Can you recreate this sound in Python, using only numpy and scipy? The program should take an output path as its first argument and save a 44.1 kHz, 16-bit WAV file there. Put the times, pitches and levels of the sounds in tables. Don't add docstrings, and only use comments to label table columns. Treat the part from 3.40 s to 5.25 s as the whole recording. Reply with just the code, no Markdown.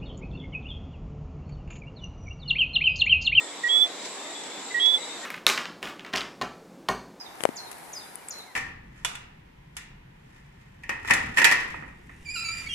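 import sys
import numpy as np
from scipy import signal
from scipy.fft import rfft, irfft, next_fast_len
from scipy.io import wavfile
from scipy.ndimage import uniform_filter1d, map_coordinates

SR = 44100
rng = np.random.default_rng(int(sys.argv[2]) if len(sys.argv) > 2 else 0)


def log_audio(samples):
    frames = np.atleast_2d(samples).T
    limited = np.clip(frames, -1, 1)
    pcm = np.round(limited * 32767).astype(np.int16)
    wavfile.write(sys.argv[1], SR, pcm)


N = 81585

# frequency in Hz, left-right correlation.
FOLIAGE_LIKENESS = [(2000, 0.57), (4000, .1), (7400, -0.18), (13000, -0.26)]
LEFT_LAG_S = .000067


def near_frog():
    # start in seconds, length in seconds, pitch in Hz, level in dB, left minus right in dB.
    low_notes = [(0.2346, 0.052, 1903, -21, -5.5), (1.3406, .058, 1903, -22, -8)]
    # start in seconds, length in seconds, pitch in Hz that the glide builds on.
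    high_notes = [(0.2834, 0.196, 3329), (1.3929, 0.1893, 3325)]
    # time in seconds, relative level in dB.
    level_curves = [
        [(0.294, -23.5), (0.304, -22.5), (0.374, -18), (0.394, -22.5), (0.428, -15.5), (0.444, -22),
         (0.48, -42)],
        [(1.405, -25), (1.467, -16.5), (1.533, -25), (1.545, -17), (1.567, -29.5), (1.578, -29.5)],
    ]
    # time in seconds, left minus right in dB.
    pan_curves = [
        [(0.295, -7.5), (0.347, -6), (0.407, -16.5), (0.435, -6), (0.47, -3.5)],
        [(1.405, -5), (1.455, -12), (1.547, -10.5), (1.572, -2.5)],
    ]
    out = np.zeros((2, N))
    for start, length, hz, db, pan_db in low_notes:
        out += amp(db) * low_note(start, length, hz, pan_db, LEFT_LAG_S)
    for (start, length, hz), levels, pans in zip(high_notes, level_curves, pan_curves):
        out += high_note(start, length, hz, levels, pans)
    return out


def low_note(start, length, hz, pan_db=0, lag=0):
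    t = clock() - start
    progress = np.clip(t / length, 0, 1)
    sag_db = 2.5 * np.sin(np.pi * progress) ** 2
    pitch = hz + 150.6 * (progress - .42) ** 2
    return gate(t, length, attack=.013, release=.014) * amp(-sag_db) * whistle(pitch, pan_db, lag)


def high_note(start, length, hz, levels, pans):
    t = clock() - start
    droop_hz = 1800 * np.clip(t - .16, 0, length)
    pitch = rising_pitch(t, length, hz, glide_hz_per_s=860) - droop_hz
    rasp_db = 3.5 * np.exp(-abs(t) / .016) * wobble(700)
    level = amp(over_time(levels) + 1.4 + rasp_db) * gate(t, length, attack=.018, release=.01)
    return level * whistle(pitch, over_time(pans), LEFT_LAG_S)


def rising_pitch(t, length, hz, glide_hz_per_s):
    scoop_hz, scoop_s = 289.5, .00634
    t = np.clip(t, 0, length)
    return hz + glide_hz_per_s * t - scoop_hz * np.exp(-t / scoop_s)


def whistle(hz, pan_db=0, lag=0):
    unsteady_hz = hz * (1 + .0011 * wobble(220))
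    phase = 2 * np.pi * (np.cumsum(unsteady_hz) / SR - np.outer([lag, 0], hz))
    tone = np.sin(phase) + amp(-58.5) * np.sin(2 * phase)
    sides = amp(np.outer([.5, -.5], pan_db))
    flutter = amp(.15 * wobble(120))
    return 2 * tone * sides / np.linalg.norm(sides, axis=0) * flutter


def tree_echoes(call):
    # delay in seconds, left gain in dB, right gain in dB.
    reflections = [(.052, -20, -21.5), (.091, -22.5, -31)]
    # frequency in Hz, further gain in dB.
    dullness = [(2000, 0), (3300, -16)]
    echoes = np.zeros((2, N))
    for delay, left_db, right_db in reflections:
        delayed = np.pad(call[1], (round(delay * SR), 0))[:N]
        echoes += amp([[left_db], [right_db]]) * delayed
    return filtered(echoes, lambda hz: amp(along(dullness, hz)))


def tree_reverb(x):
    t60_s = .73
    t = np.arange(SR) / SR
    tail = rng.standard_normal((2, SR)) * 1000. ** (-t / t60_s)
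    return signal.fftconvolve(x.mean(0)[None], tail / np.linalg.norm(tail[0]), axes=1)[:, :N]


def far_frogs():
    # start in seconds, pitch in Hz, relative level in dB.
    low_notes = [(-.01, 1866, -44), (.105, 2080, -51.5), (.445, 2080, -47.5), (0.839, 2050, -46),
                 (0.884, 1900, -44), (1.301, 2017, -36.5), (1.572, 2065, -45.5), (1.825, 1866, -40.5)]
    # start in seconds, length in seconds, pitch in Hz before the glide, relative level in dB.
    high_notes = [(-.1, 0.17, 3520, -46.5), (0.053, 0.14, 3390, -53.5), (.14, 0.15, 3440, -49.5),
                  (0.302, .16, 3650, -51.5), (0.487, .08, 3875, -47.5), (0.591, 0.082, 3885, -48),
                  (0.742, .16, 3560, -50), (0.857, 0.16, 3710, -54), (0.937, .11, 3430, -49),
                  (1.043, .16, 3425, -48), (1.253, 0.21, 3760, -51.5), (1.35, 0.048, 3580, -43.5),
                  (1.388, 0.14, 3710, -40.5), (1.551, .12, 3860, -44), (1.618, 0.16, 3640, -47)]
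    calls = sum(amp(db) * low_note(start, length=.055, hz=hz) for start, hz, db in low_notes)
    for start, length, hz, db in high_notes:
        t = clock() - start
        flutter_db = 3.5 * wobble(45.66)
        level = amp(db + flutter_db) * gate(t, length, attack=.019, release=.035)
        calls += level * whistle(rising_pitch(t, length, hz, glide_hz_per_s=400), pan_db=11.5)
    return amp(-1.5) * calls + amp(-3) * tree_reverb(calls)


def insects():
    # centre in Hz, half-width in Hz, level in dB, wave depth in dB, wave lag in seconds.
    voices = [(7100, 36, -54.5, 5, 0.0049), (7323, 310, -49.5, -0.5, 0.0042), (7580, 87, -54, 7.5, -0.0011),
              (7826, 110, -49, 2.5, 0.07)]
    wave_hz, crest_s, trill_hz = 3.22, .032, 31
    t, out = clock(), np.zeros((2, N))
    for hz, width, db, depth_db, lag in voices:
        wave_db = depth_db * np.cos(2 * np.pi * wave_hz * (t - crest_s - lag))
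        trill_db = 1.5 * np.sin(2 * np.pi * trill_hz * t + 1.2 * wobble(5.5))
        band = noise(lambda f: 1 / (1 + ((f - hz) / width) ** 2), FOLIAGE_LIKENESS)
        out += band * amp(db + wave_db + trill_db + 1.5 * wobble(8))
    return out


def leaves():
    # time of the peak in seconds, level in dB, rise in seconds, decay in seconds.
    ticks = [(0.278, -38, .008, 0.0089), (0.473, -47, .002, .008), (.624, -43, .003, .006),
             (0.655, -35.5, 0.0089, 0.017), (1.037, -36, 0.0011, 0.0039), (1.461, -31.5, 0.0019, 0.0062),
             (1.642, -55, .001, 0.0027)]
    # frequency in Hz, relative level in dB.
    spectrum = [(100, -45.5), (500, -19), (1500, -4.5), (4000, -2), (6300, -3.5), (9000, -15), (12000, -26),
                (14000, -33.5)]
    t, level = clock(), np.zeros(N)
    for peak, db, rise, decay in ticks:
        level += amp(db) * np.exp(-np.maximum((peak - t) / rise, (t - peak) / decay))
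    return level * noise(lambda hz: amp(along(spectrum, hz)), FOLIAGE_LIKENESS)


def distant_rush():
    # frequency in Hz, relative level in dB.
    spectrum = [(25, -45), (50, -32.5), (100, -25), (160, -12.5), (280, -2), (450, -2), (700, -1.5),
                (950, -2), (1300, -6.5), (2000, -9), (3000, -12), (6000, -35), (14000, -61)]
    # frequency in Hz, left-right correlation.
    likeness = [(60, 0.59), (200, 0.85), (900, 0.86), (2200, 0.58), (5000, 0.27)]
    # time in seconds, level in dB.
    levels = [(0, -43), (.5, -41.5), (1.1, -41), (1.5, -43), (1.85, -42)]
    # pitch in Hz, level in dB.
    hum_tones = [(292, -59.5), (405, -56.5), (479, -56.5), (936, -67.5)]
    rush = patchy(noise(lambda hz: amp(along(spectrum, hz)), likeness), depth_db=2)
    rush *= amp(over_time(levels) + .4 * wobble(3.5))
    for hz, db in hum_tones:
        rush += amp(db + 1.4 * wobble(6)) * np.sin(2 * np.pi * hz * clock() + .31 * wobble(9.5))
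    return rush


def insect_hiss():
    # frequency in Hz, relative level in dB.
    spectrum = [(100, -59), (400, -28), (1000, -25.5), (2100, 3), (2700, -8.5), (3700, 4), (4500, -1.5),
                (6700, -3.5), (7900, -6.5), (8500, -9), (10000, -14.5), (12400, -19), (13000, -41.5),
                (14000, -37.5)]
    # time in seconds, level in dB.
    levels = [(0, -44.5), (.3, -43.5), (.65, -42.5), (1.2, -43), (1.85, -42.5)]
    hiss = patchy(noise(lambda hz: amp(along(spectrum, hz)), FOLIAGE_LIKENESS), depth_db=1.45)
    return hiss * amp(over_time(levels) + .18 * wobble(11))


def amp(db):
    return 10 ** (np.asarray(db) / 20)


def unit(x):
    return x / np.sqrt(np.mean(x ** 2) + 1e-20)


def clock():
    return np.arange(N) / SR


def over_time(points):
    return np.interp(clock(), *np.transpose(points))


def along(points, hz):
    freqs, values = np.transpose(points)
    return np.interp(np.log(hz + 1), np.log(freqs + 1), values)


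def wobble(rate):
    return map_coordinates(rng.standard_normal(int(N * rate / SR) + 4), [clock() * rate])


def gate(t, length, attack, release):
    fade_in = np.sin(np.pi / 2 * np.clip(t / attack, 0, 1))
    fade_out = np.sin(np.pi / 2 * np.clip((length - t) / release, 0, 1))
    return fade_in * fade_out


def filtered(x, response):
    size = next_fast_len(N + SR // 2)
    return irfft(rfft(x, size) * response(np.fft.rfftfreq(size, 1 / SR)), size)[..., :N]


def noise(gain, likeness):
    def mid_side_gains(hz):
        angle = np.arccos(np.clip(along(likeness, hz), -1, 1)) / 2
        return gain(hz) * np.array([np.cos(angle), np.sin(angle)])
    mid, side = filtered(rng.standard_normal((2, N)), mid_side_gains)
    return unit(np.array([mid + side, mid - side]))


def patchy(x, depth_db):
    spectra = signal.stft(x, nperseg=1024)[2]
    swells = uniform_filter1d(rng.standard_normal(spectra.shape[1:]), size=4, axis=0)
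    swells = uniform_filter1d(swells, size=7, axis=1)
    return unit(signal.istft(spectra * amp(depth_db * unit(swells)), nperseg=1024)[1][:, :N])


def scene():
    call = near_frog()
    frog_in_trees = call + tree_echoes(call) + amp(-23.5) * tree_reverb(call)
    return frog_in_trees + far_frogs() + insects() + leaves() + distant_rush() + insect_hiss()


def record(dry):
    return filtered(dry, lambda hz: hz < 14100)


dry = scene()
out = record(dry)
log_audio(out)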